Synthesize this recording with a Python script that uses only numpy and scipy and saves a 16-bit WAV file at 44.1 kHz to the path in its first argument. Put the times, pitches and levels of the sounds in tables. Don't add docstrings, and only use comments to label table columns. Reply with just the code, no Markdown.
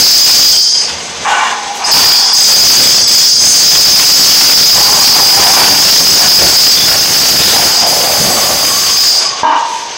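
import sys
import numpy as np
from scipy import signal
from scipy.fft import rfft, irfft, next_fast_len
from scipy.io import wavfile
from scipy.ndimage import uniform_filter1d, minimum_filter1d

SR = 44100
rng = np.random.default_rng(int(sys.argv[2]) if len(sys.argv) > 2 else 0)


def volts_from_db(level):
    exponent = np.asarray(level, float) / 20
    return 10 ** exponent


def to_wav(s):
    ch = np.atleast_2d(s).T
    pcm = np.round(np.clip(ch, -1, 1) * 32767)
    wavfile.write(sys.argv[1], SR, pcm.astype(np.int16))


N = 439677
STEP = 64

# (start [s], length [s], force over the gain control's top [dB],
# chisel ring [dB], shank ring relative to chisel [dB])
BOUTS = [(-.3, 0.76, 16.5, -2, -6.5), (1.84, 0.018, 4, -12, -3), (1.911, 0.15, 16, -5, -11.5),
         (2.329, .55, 14, -5, -5.5), (3.07, .13, 17, -1, -6), (3.388, 0.15, 12.5, -7.5, 0),
         (3.556, 0.27, 14, -5.5, -6), (3.86, .84, 16, -5, -8), (4.714, 1.96, 14.5, -7, -7.5),
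         (6.75, 0.88, 17, -9.5, -6.5), (7.862, .18, 17.5, -10.5, -5), (8.034, .5, 19.5, -12.5, -2),
         (8.54, .23, 17, -11, -3), (8.914, 0.12, 11.5, -9, -7.5)]
# (frequency [Hz], width [Hz], level [dB])
CHISEL_MODES = [(4711, 133, -9), (4872, 214, -1.5), (5033.5, 177, 2), (5236, 225, -3.5), (5483, 320, -9),
                (5117, 590, -6.5)]
# (frequency [Hz], width [Hz], level [dB])
SHANK_MODES = [(6272, 238, 1.5), (6564, 400, -3.5), (7806, 116, -8), (8224, 440, -8.5), (10330, 130, -18.5)]
# (time [s], centre frequency [Hz])
RING_BEND = [(0.0, 4936), (1.7, 5020), (2.04, 4938), (3.85, 5018), (6.67, 4970), (8.11, 4910), (9.4, 4926)]
# (time [s], length [s], level [dB])
CRACKS = [(.25, .05, -11.5), (.7, .2, -24), (1.19, .05, -26), (1.25, 0.27, -16.5), (1.88, 0.32, -17),
          (2.2, .1, -16), (2.97, .03, -24), (3.93, .03, -36), (4.25, 0.29, -16), (4.53, .22, -18.5),
          (5.35, 0.44, -20), (6.7, .06, -17.5), (7.37, 0.15, -14), (7.8, 0.046, -15), (8.85, 0.036, -19),
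          (9.16, 0.061, -14.5), (9.44, 0.087, -41)]
# (frequency [Hz], level per Hz [dB])
CRUNCH_COLOUR = [(60, -12.5), (300, -12.5), (1000, -2.5), (2000, -2), (3400, 3.5), (4500, -7), (7000, 0.5),
                 (9000, -11.5), (14000, -26)]
# (time [s], length [s], frequency
# [Hz], width [Hz], level [dB])
SINGING_BANDS = [(.42, 0.4132, 3200, 290, -20), (0.852, 0.49, 80, 16, -41), (1.252, 0.092, 830, 220, -15),
                 (1.496, 0.43, 818, 62, -25.5), (2.1, 0.3, 3400, 400, -26), (2.75, 0.73, 3400, 340, -24),
                 (6.74, 0.14, 3470, 350, -22), (7.4, .2, 4000, 1200, -20), (0.424, 0.31, 5000, 110, -9),
                 (1.3, .25, 1490, 60, -21), (9.54, .36, 940, 90, -26), (7.82, 0.79, 544, 155, -25.5),
                 (9.432, 0.16, 284, 160, -28.5), (9.439, 0.16, 2970, 170, -25)]
# (time [s], boom level [dB])
BITE = [(0.0, -30.5), (0.47, -27.5), (0.53, -34), (1.83, -44), (1.97, -25), (2.25, -53), (2.58, -25),
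        (3.33, -34), (3.41, -32), (6.52, -27), (6.58, -31.5), (7.53, -25), (7.77, -29), (8.33, -27.5),
        (9.19, -40.5), (9.47, -51), (9.69, -44), (9.97, -48)]
# (time [s], length [s], level [dB])
THUMPS = [(.12, .33, -39), (3.6, 0.15, -35), (3.86, 0.046, -25), (4.2, 0.37, -31.5), (5.0, 0.33, -38),
          (5.6, .08, -26), (5.95, 0.53, -33.5), (7.5, 0.073, -25), (7.87, .05, -30), (8.17, .04, -24),
          (8.27, .06, -27), (8.45, .05, -32), (8.63, .05, -27)]
# (frequency [Hz], level per Hz [dB])
BOOM_COLOUR = [(12, -40), (20, -10), (38, -4), (103, -4), (167, -1), (303, -5), (600, -4.5), (780, -38),
               (1320, -120)]
# (time [s], length [s], level [dB],
# centre of the hollow ring [Hz], higher modes relative to it [dB])
SLABS = [(1.245, .2, -8, 903, -1), (1.5, .28, -25, 840, -6), (1.785, .07, -17, 860, -4),
         (1.857, 0.038, -12, 865, -3.5), (1.982, 0.26, -20, 855, 1.5), (2.183, 0.11, -16, 840, -5),
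         (4.74, 0.27, -16, 900, -7), (5.124, 0.049, -13.5, 860, -6), (5.25, .35, -16.5, 854, -6),
         (5.415, .05, -11.5, 795, -6), (5.55, 0.058, -12, 800, 1), (6.16, .07, -19, 760, 3),
         (6.4, 0.036, -18, 735, 4.5), (6.867, 0.033, -18.5, 647, 5), (7.13, 0.049, -22.5, 670, 3),
         (7.512, 0.061, -14.5, 710, -7), (7.67, 0.17, -19, 830, -5), (7.824, 0.049, -11, 650, -21),
         (7.974, 0.2, -16, 670, -10), (8.254, 0.04, -12.5, 655, -8), (8.426, 0.11, -15.5, 625, -26),
         (9.128, 0.033, -18.5, 690, -21), (9.25, 0.13, -30.5, 860, -4), (9.426, 0.11, -7.5, 935, -6.5)]
# (frequency [Hz], width [Hz], level [dB])
SLAB_MODES = [(1103, 22, -6), (1419, 69, -0.5), (1480, 36, -0.5), (1693, 100, 0), (1798, 77, -5),
              (2110, 20, -18), (2303, 130, -2), (2805, 90, -2.5), (3620, 51, -9)]
# (time [s], length [s], level [dB])
SCRAPES = [
    (8.27, 0.27, -25.5),
    (8.67, .06, -23.5),
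    (8.86, 0.12, -33),
    (9.24, .09, -26),
]
# (time [s], level [dB], pitch factor, t60 [s])
DROPS = [
    (1.258, -22, .87, 1.6),
    (9.433, -0.5, 1.005, 1.15),
]
# (frequency [Hz], level [dB])
DROP_MODES = [(290, -13), (480, -14), (630, -2), (760, -24), (890, 8), (930, 10.5), (980, 7), (1075, -13),
              (1420, -16), (1600, -1.5), (2330, -26), (2900, -18), (3680, -22)]
# (time [s], length [s], fizz level [dB])
SCUFFS = [
    (1.26, 0.066, -51),
    (1.72, .05, -45),
    (9.55, .1, -53),
    (9.68, 0.049, -49),
]
# (frequency [Hz], level per Hz [dB])
FAN_COLOUR = [(94, -57), (160, -36), (226, -19.5), (462, -6.5), (508, -7), (1190, -8.5), (1360, -25),
              (1470, -9.5), (2620, -11.5), (6110, -6.5), (16000, -84)]
# (frequency [Hz], level [dB])
WHINE = [(232, -40.5), (464, -38), (2085, -36), (4200, -38), (6270, -45)]
# (frequency [Hz], t60 [s])
HALL = [(100, 2.14), (1000, 1.68), (5000, 1.1), (10000, 1.32)]
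# (frequency [Hz], level [dB])
MIC = [(5, -60), (30, -11.5), (80, -0.5), (300, 1), (3000, -0.5), (5000, -0.5), (9000, -3), (12000, -1.5),
       (15000, 0.5)]
# (frequency [Hz], level [dB])
EDGE = [(15800, 0), (15950, -80)]
# (frequency [Hz], level [dB])
QUIET_COLOUR = [(7000, 0), (9000, -1), (12000, -4), (14000, -9), (15500, -26)]
# (frequency [Hz], level [dB])
DULL_COLOUR = [(5500, -40), (7000, -6), (9000, -3), (12000, -2), (16000, -1)]
# (time [s], length [s], difference [dB])
SPLITS = [(0.209, 0.11, -12), (2.627, 0.038, -22), (2.833, 0.041, -13), (4.461, 0.035, -25),
          (4.528, 0.044, -9), (5.341, 0.038, -22), (5.599, 0.038, -18), (6.177, 0.041, -17),
          (6.249, 0.084, -24), (7.175, 0.041, -16), (8.037, 0.038, -20)]


def hammer():
    ring_db, shank_db, fizz_db = effort()
    near = np.clip((fizz_db + 44) / 14, 0, 1)
    field = hall(blows(), wet_db=5.5, near=near)
    steel = ringing_steel(field, ring_db, shank_db)
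    cracks = hall(blows() + 0.37 * grains(per_s=120, spread_db=6.5), wet_db=0.5, near=near)
    cracks = cracks * volts_from_db(2.26 * slow(length=900))
    return steel + singing_bands(cracks) + crunch(cracks) + floor_boom(field)


def blows():
    blows_per_s = 28.4
    pace = blows_per_s * (1 + .06 * evened(uniform_filter1d(rng.standard_normal(N), 3000)))
    turns = np.cumsum(pace) / SR
    force = volts_from_db(2.5 * rng.standard_normal(400))[turns.astype(int)]
    chatter = np.exp(-(turns % 1) / 0.2) + 0.076
    return force * chatter * grains(per_s=6000, spread_db=3.)


def effort():
    ring_fall, first_blow_share = 63.5, 0.22
    power = volts_from_db(2 * envelopes(BOUTS, rise_s=0.15, fall_db_per_s=ring_fall))
    power += first_blow_share * volts_from_db(2 * envelopes(BOUTS, rise_s=.004, fall_db_per_s=ring_fall))
    force = 10 * np.log10(power.sum(0))
    ring, shank = np.transpose(BOUTS)[3:] @ power / power.sum(0)
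    t = np.arange(0, N, STEP) / SR - DROPS[-1][0]
    duck = -21 * (t > 0) * np.exp(-np.maximum(t, 0) / 0.09)
    ring_db = ring + 1.8 * np.minimum(force, 0) + duck
    shank_db = uniform_filter1d(ring_db + shank + 3.5, size=20)
    idle_fizz_db = -73.5 + 12.0 + run_down()[::STEP] + duck
    scuffs = envelopes(SCUFFS, rise_s=0.016, fall_db_per_s=48)
    fizz_db = joined(-46.5 + 1.86 * force, idle_fizz_db, *scuffs)
    return full(joined(ring_db, -35.5 + duck)), full(joined(shank_db, -26 + duck)), full(fizz_db)


def ringing_steel(field, ring_db, shank_db):
    bend = columns(RING_BEND)[0] / 5000
    chisel = volts_from_db(ring_db + 0.8 * slow(length=2500)) * modes(field, CHISEL_MODES, bend)
    shank = volts_from_db(shank_db - 3. + 0.96 * slow(length=2000)) * modes(field, SHANK_MODES)
    return chisel + shank


def singing_bands(cracks):
    out = np.zeros(N)
    for s, length, hz, width, db in SINGING_BANDS:
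        start = round(s * SR)
        ring = cracks[start:][:round(length * SR)]
        ring = resonate(resonate(ring, hz, width), hz, width)
        out[start:][:len(ring)] += volts_from_db(db) * evened(ring) * signal.windows.tukey(len(ring), .4)
    return out


def crunch(cracks):
    grind_db = -18.5 + 0.33 * (columns(BITE)[0] + 32)
    bursts = envelopes(CRACKS, rise_s=0.0098, fall_db_per_s=102)
    level_db = joined(grind_db, -29.5, full(joined(*bursts)))
    return volts_from_db(level_db - 3.) * evened(colour(cracks, CRUNCH_COLOUR))


def floor_boom(field):
    wander = volts_from_db(2.35 * slow(length=1200) + 2.5 * slow(length=3500))
    boom = colour(field, BOOM_COLOUR + [(900, -51)]) * wander
    return volts_from_db(boom_level() + 0.5) * evened(boom)


def boom_level():
    thumps = envelopes(THUMPS, rise_s=0.018, fall_db_per_s=122)
    return joined(columns(BITE)[0] - 1.5, full(joined(*thumps)))


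def slabs():
    each = envelopes(SLABS, rise_s=0.033, fall_db_per_s=76)
    rubble_db = -28 + .5 * (columns(BITE)[0][::STEP] + 30)
    power = volts_from_db(2 * np.vstack([each, rubble_db]))
    rubble_hz, rubble_upper_db = 750, -3.5
    traits = np.c_[np.transpose(SLABS)[3:], [rubble_hz, rubble_upper_db]]
    hz, upper_db = map(full, traits @ power / power.sum(0))
    level_db = full(10 * np.log10(power.sum(0))) + 0.92 * slow(length=1200)
    knocks = hall(grains(per_s=500, spread_db=3.), wet_db=9.0)
    hollow = 0
    for ratio, width, db in [(0.961, 116, 5.5), (1.095, 240, 7.0), (0.904, 300, -3.0)]:
        hollow = hollow + volts_from_db(db) * resonate(resonate(knocks, hz * ratio, width), hz * ratio, width)
    hollow = hollow / smooth(hollow, length=6000)
    upper = volts_from_db(upper_db - 1.1) * modes(knocks, SLAB_MODES)
    scrape_db = full(joined(*envelopes(SCRAPES, rise_s=0.0091, fall_db_per_s=56)))
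    thin = volts_from_db(scrape_db) * modes(knocks, [(1112, 50, 0)])
    return thin + volts_from_db(level_db - 4.5) * (hollow + upper)


def drop(s, db, pitch, t60):
    t = np.maximum(np.arange(N) / SR - s, 0)
    out = np.zeros(N)
    for hz, mode_db in DROP_MODES:
        fade_db = 60 * t / t60 * (1 + abs(np.log(hz / 930)))
        out += volts_from_db(mode_db - fade_db) * np.sin(2 * np.pi * hz * pitch * t)
    return volts_from_db(db - 14.0) * out


def motor():
    waver = 1 + .003 * slow(length=5000)
    lines = sum(volts_from_db(db - 1.5) * np.sin(2 * np.pi * hz * np.cumsum(waver) / SR) for hz, db in WHINE)
    fan = volts_from_db(-25) * evened(colour(rng.standard_normal(N), FAN_COLOUR))
    duck_db = -.3 * np.maximum(effort()[2] + 45, 0)
    return volts_from_db(duck_db) * (fan + volts_from_db(1.3 * run_down()) * lines)


def run_down():
    trigger_off_s, length_s, loss_db = 9.15, .12, -14
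    return loss_db * np.clip((np.arange(N) / SR - trigger_off_s) / length_s, 0, 1)


def hall(x, wet_db, near=1):
    hz, t, z = signal.stft(rng.standard_normal((3, SR)), SR, nperseg=256)
    decay = volts_from_db(-60 * t / read(HALL, hz)[:, None])
    tails = signal.istft(z * decay, SR, nperseg=256)[1]
    early = np.r_[x[-SR:], x]
    turn = 2 * np.pi * (np.arange(len(early)) / SR * 1.9 + np.arange(3)[:, None] / 3)
    wet = signal.fftconvolve(early * np.cos(turn), tails, axes=1).sum(0)[SR:SR + N]
    return evened(near * evened(x) + volts_from_db(wet_db) * evened(wet))


def grains(per_s, spread_db):
    draw = rng.random((3, N))
    struck = draw[0] < per_s / SR
    return struck * np.sign(draw[1] - .5) * volts_from_db(-spread_db * np.log(draw[2] + 0.0072))


def modes(x, table, bend=1):
    body = 0
    for hz, width, db in table:
        ring = resonate(resonate(x, hz * bend, 1.65 * width), hz * bend, 1.65 * width)
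        body = body + volts_from_db(db + 2. * slow(length=1500)) * evened(ring)
    return body / smooth(body, length=5000)


def resonate(x, hz, width):
    turn = np.exp(2j * np.pi * np.cumsum(hz * np.ones(len(x))) / SR)
    r = np.exp(-np.pi * width / SR)
    return 2 * (turn * signal.lfilter([1 - r], [1, -r], x / turn)).real


def colour(x, points, lag_turns=0.):
    size = next_fast_len(N + 4096)
    hz = np.fft.rfftfreq(size, 1 / SR)
    lag = np.exp(-2j * np.pi * lag_turns * (hz / 5000) ** 2)
    return irfft(rfft(x, size) * volts_from_db(read(points, hz)) * lag, size)[:N]


def read(points, hz):
    f, value = np.transpose(points)
    return np.interp(np.log(hz + 1), np.log(f + 1), value)


def envelopes(rows, rise_s, fall_db_per_s):
    s, length, db = np.transpose(rows)[:3, :, None]
    t = np.arange(0, N, STEP) / SR - s
    build = 10 * np.log10(1 - np.exp(-np.maximum(t, 0) / rise_s) + 1e-12)
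    return db + build - fall_db_per_s * np.maximum(t - length, 0)


def joined(*db):
    return 10 * np.log10(sum(volts_from_db(2 * d) for d in db))


def columns(rows):
    s, *values = np.transpose(rows)
    return [np.interp(np.arange(N) / SR, s, v) for v in values]


def full(curve):
    return np.interp(np.arange(N), np.arange(0, N, STEP), curve)


def slow(length):
    return evened(uniform_filter1d(uniform_filter1d(rng.standard_normal(N), length), length))


def smooth(x, length):
    return np.sqrt(abs(uniform_filter1d(x ** 2, length)) + 1e-9)


def evened(x):
    return x / np.sqrt(np.mean(x ** 2) + 1e-20)


def scene():
    falls = sum(drop(*row) for row in DROPS)
    return np.tile(hammer() + slabs() + falls + motor(), (2, 1))


def band_limit(x):
    return signal.sosfilt(signal.butter(12, 16970, fs=SR, output="sos"), x)


def record(dry):
    level = smooth(dry[0], length=3000)
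    fizz_db = effort()[2]
    depth = volts_from_db(0.8 * (fizz_db - 20 * np.log10(level)) + 21.5)
    knee = lambda x: x / (1 + abs(x) ** 2.565) ** (1 / 2.53)
    lean = 0.077 * volts_from_db(boom_level() + 30)
    mid = (knee(dry[0] / level * depth + lean) - knee(lean)) / knee(depth)
    mid = colour(mid, MIC + EDGE, lag_turns=.05)
    quiet = np.clip((-40 - fizz_db) / 8, 0, 1)
    mid = (1 - quiet) * mid + quiet * colour(mid, QUIET_COLOUR)
    treble_db = np.minimum(joined(run_down(), 2. * (fizz_db + 51)), 0)
    mid = mid - (1 - volts_from_db(treble_db)) * colour(mid, DULL_COLOUR)
    mid = mid * np.minimum(level, volts_from_db(-6.0)) / smooth(mid, length=3000)
    crest = -minimum_filter1d(-abs(mid), size=301)
    mid = mid / uniform_filter1d(np.maximum(crest, 1), size=151)
    t, share = np.arange(N) / SR, np.zeros(N)
    for s, length, db in SPLITS:
        end = s + min(length, .05)
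        share += volts_from_db(db + 6) * np.clip(np.minimum(t - s, end - t) / .012, 0, 1)
    share = np.clip(share, 0, .95)
    side = share * colour(np.roll(mid, 900), [(2500, -22), (4000, 0)])
    mid = mid * np.sqrt(1 - share ** 2)
    return band_limit(np.array([mid + side, mid - side]))


dry = scene()
out = record(dry)
to_wav(out)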